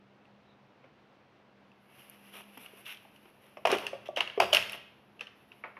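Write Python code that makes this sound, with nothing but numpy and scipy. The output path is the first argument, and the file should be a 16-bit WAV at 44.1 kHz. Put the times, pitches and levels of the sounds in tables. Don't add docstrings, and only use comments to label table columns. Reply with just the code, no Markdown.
import sys
import numpy as np
from scipy import signal
from scipy.fft import rfft, irfft, next_fast_len
from scipy.io import wavfile
from scipy.ndimage import map_coordinates

SR = 44100
rng = np.random.default_rng(int(sys.argv[2]) if len(sys.argv) > 2 else 0)


def store_wav(level_fs):
    pcm = np.round(np.clip(np.atleast_2d(level_fs), -1, 1) * 32767)
    wavfile.write(sys.argv[1], SR, pcm.T.astype(np.int16))


N = 255339

# (time [s], length [s], grit level [dB], wood level [dB])
HOOF_DRAGS = [(2.313, 0.12, -52.5, -55.5), (2.577, 0.11, -57.5, -63), (2.758, 0.073, -68, -65),
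              (2.839, 0.12, -46, -65.5), (3.391, 0.13, -66.5, -71.5), (3.676, 0.1, -35.5, -32),
              (3.76, 0.12, -51.5, -48), (4.053, 0.028, -49.5, -57.5), (4.158, 0.05, -37.5, -41.5),
              (4.402, 0.048, -34.5, -35), (4.525, 0.06, -31, -40), (4.713, 0.058, -48, -51.5)]
# (frequency [Hz], relative level [dB])
STRAW_HISS = [(1000, -63), (4000, -24), (5700, -14), (7500, -18), (10500, 5.5), (12500, 5), (14000, -14),
              (15500, -35.5)]


def amp(db):
    return 10 ** (np.asarray(db) / 20)


def along(points, hz):
    freqs, values = np.transpose(points)
    return np.interp(np.log(hz + 1), np.log(freqs + 1), values)


def filtered(x, response):
    size = next_fast_len(len(x) + SR // 8)
    return irfft(rfft(x, size) * response(np.fft.rfftfreq(size, 1 / SR)), size)[:len(x)]


def noise(spectrum, size, grain_db=0):
    grains = rng.standard_normal(size) * amp(grain_db * rng.standard_normal(size))
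    shaped = filtered(grains, lambda hz: amp(along(spectrum, hz)))
    return shaped / np.sqrt(np.mean(shaped ** 2) + 1e-20)


def wobble(rate):
    values = rng.standard_normal(int(N * rate / SR) + 4)
    return map_coordinates(values, [np.arange(N) * rate / SR])


def add(track, s, sound):
    start = max(round(s * SR), 0)
    room_left = track[start:start + len(sound)]
    room_left += sound[:len(room_left)]


def ringing(tones, t):
    return sum(amp(db + rng.normal(0, 1.0) - 60 * t / t60) * np.sin(2 * np.pi * (hz * t + rng.random()))
               for hz, db, t60 in tones)


def air_and_hum(hum_hz=202, low_hz=134):
    # (frequency [Hz], relative level [dB])
    air_spectrum = [(25, -34), (59, -18.5), (130, -4.5), (170, -9.5), (210, -5.5), (400, -8), (620, -8.5),
                    (1060, -12), (1700, -17), (2700, -19.5), (3800, -26.5), (5800, -36), (7500, -47.5),
                    (15000, -52.5)]
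    # (time [s], level [dB])
    hum_levels = [(0.0, -68), (1.31, -76.5), (2.18, -65), (3.3, -74.5), (3.79, -69.5), (5.79, -71)]
    t = np.arange(N) / SR
    drift = np.cumsum(3 * wobble(7.4)) / SR
    hum_db = np.interp(t, *np.transpose(hum_levels)) + 2.5 * wobble(6.8)
    hum = np.sqrt(2) * amp(hum_db) * np.sin(2 * np.pi * (hum_hz * t + drift))
    low_hum = amp(-75 + 1.5 * wobble(1.2)) * np.sin(2 * np.pi * (low_hz * t + drift))
    air = amp(-63 + 0.48 * wobble(14)) * noise(air_spectrum, N)
    return hum + low_hum + air


def chirp(start=0.43, length=0.15, from_hz=3950, to_hz=3650, db=-71):
    out, size = np.zeros(N), int(length * SR)
    hz = np.linspace(from_hz, to_hz, size) + 130 * wobble(427)[:size]
    add(out, start, amp(db) * np.hanning(size) * np.sin(2 * np.pi * np.cumsum(hz) / SR))
    return out


def barn_echo(x, early_db=5, early_t60=0.079, patterns=48):
    # (frequency [Hz], time to fade 60 dB [s])
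    ring_times = [(100, 1), (500, 0.63), (2800, 0.72), (6000, 0.46), (12000, 0.45)]
    out, block = np.zeros(N), N // patterns + 1
    for start in range(0, N, block):
        hz, t, spectra = signal.stft(rng.standard_normal(SR * 3 // 4), SR, nperseg=256)
        decay = amp(-60 * t / along(ring_times, hz)[:, None]) + amp(early_db - 60 * t / early_t60)
        tail = signal.istft(spectra * decay * (1 - np.exp(-t / 0.0055)), SR, nperseg=256)[1]
        add(out, start / SR, signal.fftconvolve(x[start:start + block], tail / np.linalg.norm(tail)))
    return out


def wall_echo(x, delay_s=0.02, cutoff_hz=1300):
    return filtered(x, lambda hz: np.exp(-2j * np.pi * hz * delay_s) / (1 + (hz / cutoff_hz) ** 2))


def rail_bumps(clatter_db=-3, clatter_t60=0.22):
    # (time [s], level [dB])
    bump_list = [(0.841, -57), (5.638, -34.5), (5.768, -44.5)]
    # (pitch [Hz], relative level [dB], time to fade 60 dB [s])
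    rail_tones = [(505, -18, 0.11), (890, -13, 0.19), (1120, -2.5, 0.037), (1410, 0, 0.027),
                  (1770, 1, 0.026), (2240, 7, 0.026)]
    # (frequency [Hz], relative level [dB])
    spectrum = [(120, -23), (400, -2), (1200, 2.0), (2500, -4.5), (4000, -26), (8000, -57)]
    out, t = np.zeros(N), np.arange(SR // 3) / SR
    onset = (1 - np.exp(-t / 0.0004)) ** 2
    for s, db in bump_list:
        clatter = amp(clatter_db - 60 * t / clatter_t60) * noise(spectrum, len(t))
        add(out, s, amp(db - 3) * (ringing(rail_tones, t) + clatter) * onset)
    return out


def rustle_db(s):
    # (time [s], level [dB])
    stirring = [(1.6, -100), (1.83, -85), (1.95, -64.5), (2.48, -67), (2.8, -65), (2.94, -69), (3.03, -72),
                (3.3, -76), (3.44, -74.5), (3.58, -75.5), (3.8, -72), (4.25, -88.5), (4.53, -62.5),
                (4.75, -70), (4.88, -82), (5.3, -87), (5.44, -74.5), (5.79, -83.5)]
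    return np.interp(s, *np.transpose(stirring), left=-110)


def straw_rustle():
    # (frequency [Hz], relative level [dB])
    spectrum = [(100, -36.5), (500, 2), (1800, 1.5), (2800, 9.5), (4000, -9.5), (5700, -9), (7500, -24.5),
                (9000, -15.5), (10700, 0), (12700, -4), (14000, -16.5), (15500, -26.5)]
    db = rustle_db(np.arange(N) / SR) + 4.5 + 1.8 * wobble(35) + 0.8 * wobble(12)
    return amp(db) * noise(spectrum, N, grain_db=4.5)


def stalk_snaps(t60=0.016):
    # (time [s], level [dB])
    snaps = [(2.098, -44), (2.576, -45), (4.722, -40.5)]
    out, t = np.zeros(N), np.arange(SR // 20) / SR
    for s, db in snaps:
        add(out, s, amp(db - 60 * t / t60) * noise(STRAW_HISS, len(t)))
    return out


def loose_grit(count=4, centre_hz=2950, scatter=0.11, reach=1.25):
    rows = []
    for s, length, grit_db, _ in HOOF_DRAGS:
        times = s + reach * length * (np.arange(count) + rng.random(count)) / count
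        db = grit_db + 4.5 + 1.5 * rng.standard_normal(count)
        hz = centre_hz * np.exp(scatter * rng.standard_normal(count))
        snap_db = db - 14
        rows += zip(times, db, hz, snap_db)
    return rows


def hoof_scrapes():
    # (frequency [Hz], relative level [dB])
    grit_spectrum = [(80, -62), (300, -31), (1000, -3.5), (1700, -2), (2300, 5), (2850, 7.5), (3900, -6),
                     (4600, -19.5), (5600, -10.5), (7500, -31.5), (15500, -50)]
    wood_spectrum = [(40, -48), (130, -17.5), (270, -8), (370, 0.5), (700, -1.5), (1200, -1), (2000, -13),
                     (5000, -38.5)]
    out = np.zeros(N)
    for s, length, grit_db, wood_db in HOOF_DRAGS:
        hiss_db = rustle_db(s + length / 2) + 34 + 0.5 * grit_db
        size = int(length * SR)
        grit = amp(grit_db) * noise(grit_spectrum, size, grain_db=7)
        wood = amp(wood_db) * noise(wood_spectrum, size, grain_db=10)
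        hiss = amp(hiss_db) * noise(STRAW_HISS, size, grain_db=6.5)
        add(out, s, signal.windows.tukey(size, 0.65) * (grit + wood + hiss))
    return out


def sharp_clicks(rise_s=0.0009, ring_fall_s=0.0011, snap_fall_s=0.002, clack_fall_s=0.012):
    # (time [s], ring level [dB], ring pitch [Hz], snap level [dB])
    clicks = [(.255, -54, 2690, -80), (1.718, -51.5, 2690, -74), (2.6622, -35.5, 2780, -58),
              (2.8653, -32.5, 2780, -56), (3.163, -47.5, 2880, -63), (3.6554, -20, 2570, -33.5),
              (3.6718, -23, 2680, -30.5), (3.717, -25, 2610, -26), (3.7856, -27, 2620, -38.5),
              (3.8678, -21, 2770, -34), (4.1653, -25.5, 3110, -51), (4.1731, -23.5, 2690, -39.5),
              (4.2076, -10.5, 2830, -32.5), (4.2761, -27, 2830, -52.5), (4.300, -29, 2870, -57.5),
              (4.4021, -15.5, 2300, -24.5), (4.531, -9, 3060, -26), (4.535, -11.5, 2890, -20),
              (4.5486, -10, 2836, -18.5), (4.570, -7.5, 2760, -28), (4.6264, -23, 2720, -44),
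              (4.6772, -36, 2740, -50), (4.697, -28, 2600, -40), (4.7325, -26.5, 2800, -48.5),
              (5.1952, -37, 2730, -61.5), (5.210, -23.5, 2640, -45.5), (5.271, -35, 2830, -59),
              (5.5195, -38, 2680, -69)]
    # (frequency [Hz], relative level [dB])
    snap_spectrum = [(150, -61), (1000, -18.5), (3500, 2.5), (5600, 4.5), (7500, -9), (10500, -3),
                     (12500, -7), (14000, -22), (15500, -42)]
    clack_spectrum = [(60, -55), (200, -27.5), (450, -3), (900, -6), (1600, -0.5), (2400, -1), (3200, 1),
                      (4000, -12), (5600, -18), (7500, -49), (15000, -53)]
    rings, bursts, lead = np.zeros(N), np.zeros(N), SR // 100
    t = np.arange(-lead, SR // 20) / SR
    swell = lambda fall_s: np.exp(-abs(t) / np.where(t < 0, rise_s, fall_s))
    for s, db, hz, snap_db in clicks + loose_grit():
        ring = amp(db) * swell(ring_fall_s) * np.sin(2 * np.pi * (hz * t + rng.random()))
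        snap = amp(snap_db - 2.5) * swell(snap_fall_s) * noise(snap_spectrum, len(t))
        clack = amp(db - 18) * swell(clack_fall_s) * noise(clack_spectrum, len(t))
        add(rings, s - lead / SR, ring)
        add(bursts, s - lead / SR, snap + clack)
    return rings, bursts


def hoof_knocks(attack_s=0.00086, thud_cycles=17.4, crack_t60=0.044, boom_t60=0.86, boom_rise_s=0.022):
    # (time [s], thud level [dB], thud pitch [Hz], crack level [dB])
    blows = [(.842, -47.5, 503, -60), (2.573, -47, 250, -39), (2.733, -47.5, 390, -62),
             (3.050, -45.5, 766, -55), (3.255, -52, 328, -55), (3.57, -33, 575, -39.5),
             (3.652, -13.5, 631, -18), (3.671, -20, 595, -20.5), (3.704, -27.5, 660, -22.5),
             (3.726, -15, 377, -22.5), (3.931, -25.5, 533, -39), (4.088, -25, 558, -57),
             (4.171, -22.5, 555, -28), (4.205, -24.5, 737, -26.5), (4.3761, -19, 397, -38.5),
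             (4.400, -5.5, 635, -15), (4.422, -18, 534, -34.5), (4.530, -15.5, 568, -26.5),
             (4.748, -38.5, 590, -45), (5.21, -43.5, 475, -44)]
    # (pitch [Hz], relative level [dB], time to fade 60 dB [s])
    board_tones = [(325.4, -35.5, 0.23), (372.5, -20, 0.16), (485, -24.5, 0.18), (620.5, -21, 0.27),
                   (681.4, -15.5, 0.23), (775, -27.5, 0.34), (965, -38, .16), (1150, -28, .16)]
    # (frequency [Hz], relative level [dB])
    crack_spectrum = [(40, -57.5), (150, -21.5), (300, -11), (500, 6.5), (900, 7.5), (1700, -4),
                      (2400, 1.5), (3100, 2), (3900, -32.5), (5400, -12.5), (7000, -37), (12000, -34),
                      (15500, -60.5)]
    boom_spectrum = [(45, -42.5), (70, -21), (85, 0.5), (108, -13), (123, 9.5), (142, -23), (210, -3),
                     (320, -41)]
    floor, hollow, t = np.zeros(N), np.zeros(N), np.arange(SR * 3 // 4) / SR
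    contact = 1 - np.exp(-t / attack_s)
    boom_onset = 1 - np.exp(-t / boom_rise_s)
    for s, db, hz, crack_db in blows:
        thud_t60 = thud_cycles / hz
        pitch = hz * (1 + 0.21 * np.exp(-t / 0.0044))
        thud = contact * amp(db + 2.5 - 60 * t / thud_t60) * np.sin(2 * np.pi * np.cumsum(pitch) / SR)
        crack = amp(crack_db - 60 * t / crack_t60) * noise(crack_spectrum, len(t))
        ring = amp(db - 2) * ringing(board_tones, t)
        add(floor, s, contact * (thud + ring + crack))
        boom_db = -36 + 1.35 * db
        add(hollow, s, amp(boom_db - 60 * t / boom_t60) * boom_onset * noise(boom_spectrum, len(t)))
    bass_cut = signal.butter(2, 210, "highpass", fs=SR, output="sos")
    return signal.sosfilt(bass_cut, floor) + hollow


def scene():
    knocks, rail, scrapes = hoof_knocks(), rail_bumps(), hoof_scrapes()
    rings, bursts = sharp_clicks()
    into_barn = amp(-10.5) * (knocks + rail) + amp(-15) * rings + amp(-5.5) * bursts + amp(-9) * scrapes
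    echoes = barn_echo(into_barn) + amp(-11) * wall_echo(knocks)
    direct = knocks + rail + rings + bursts + scrapes + straw_rustle() + stalk_snaps() + chirp()
    return (direct + echoes + air_and_hum())[None]


def record(dry):
    top_hz = 15650
    return np.array([filtered(x, lambda hz: hz < top_hz) for x in dry])


dry = scene()
out = record(dry)
store_wav(out)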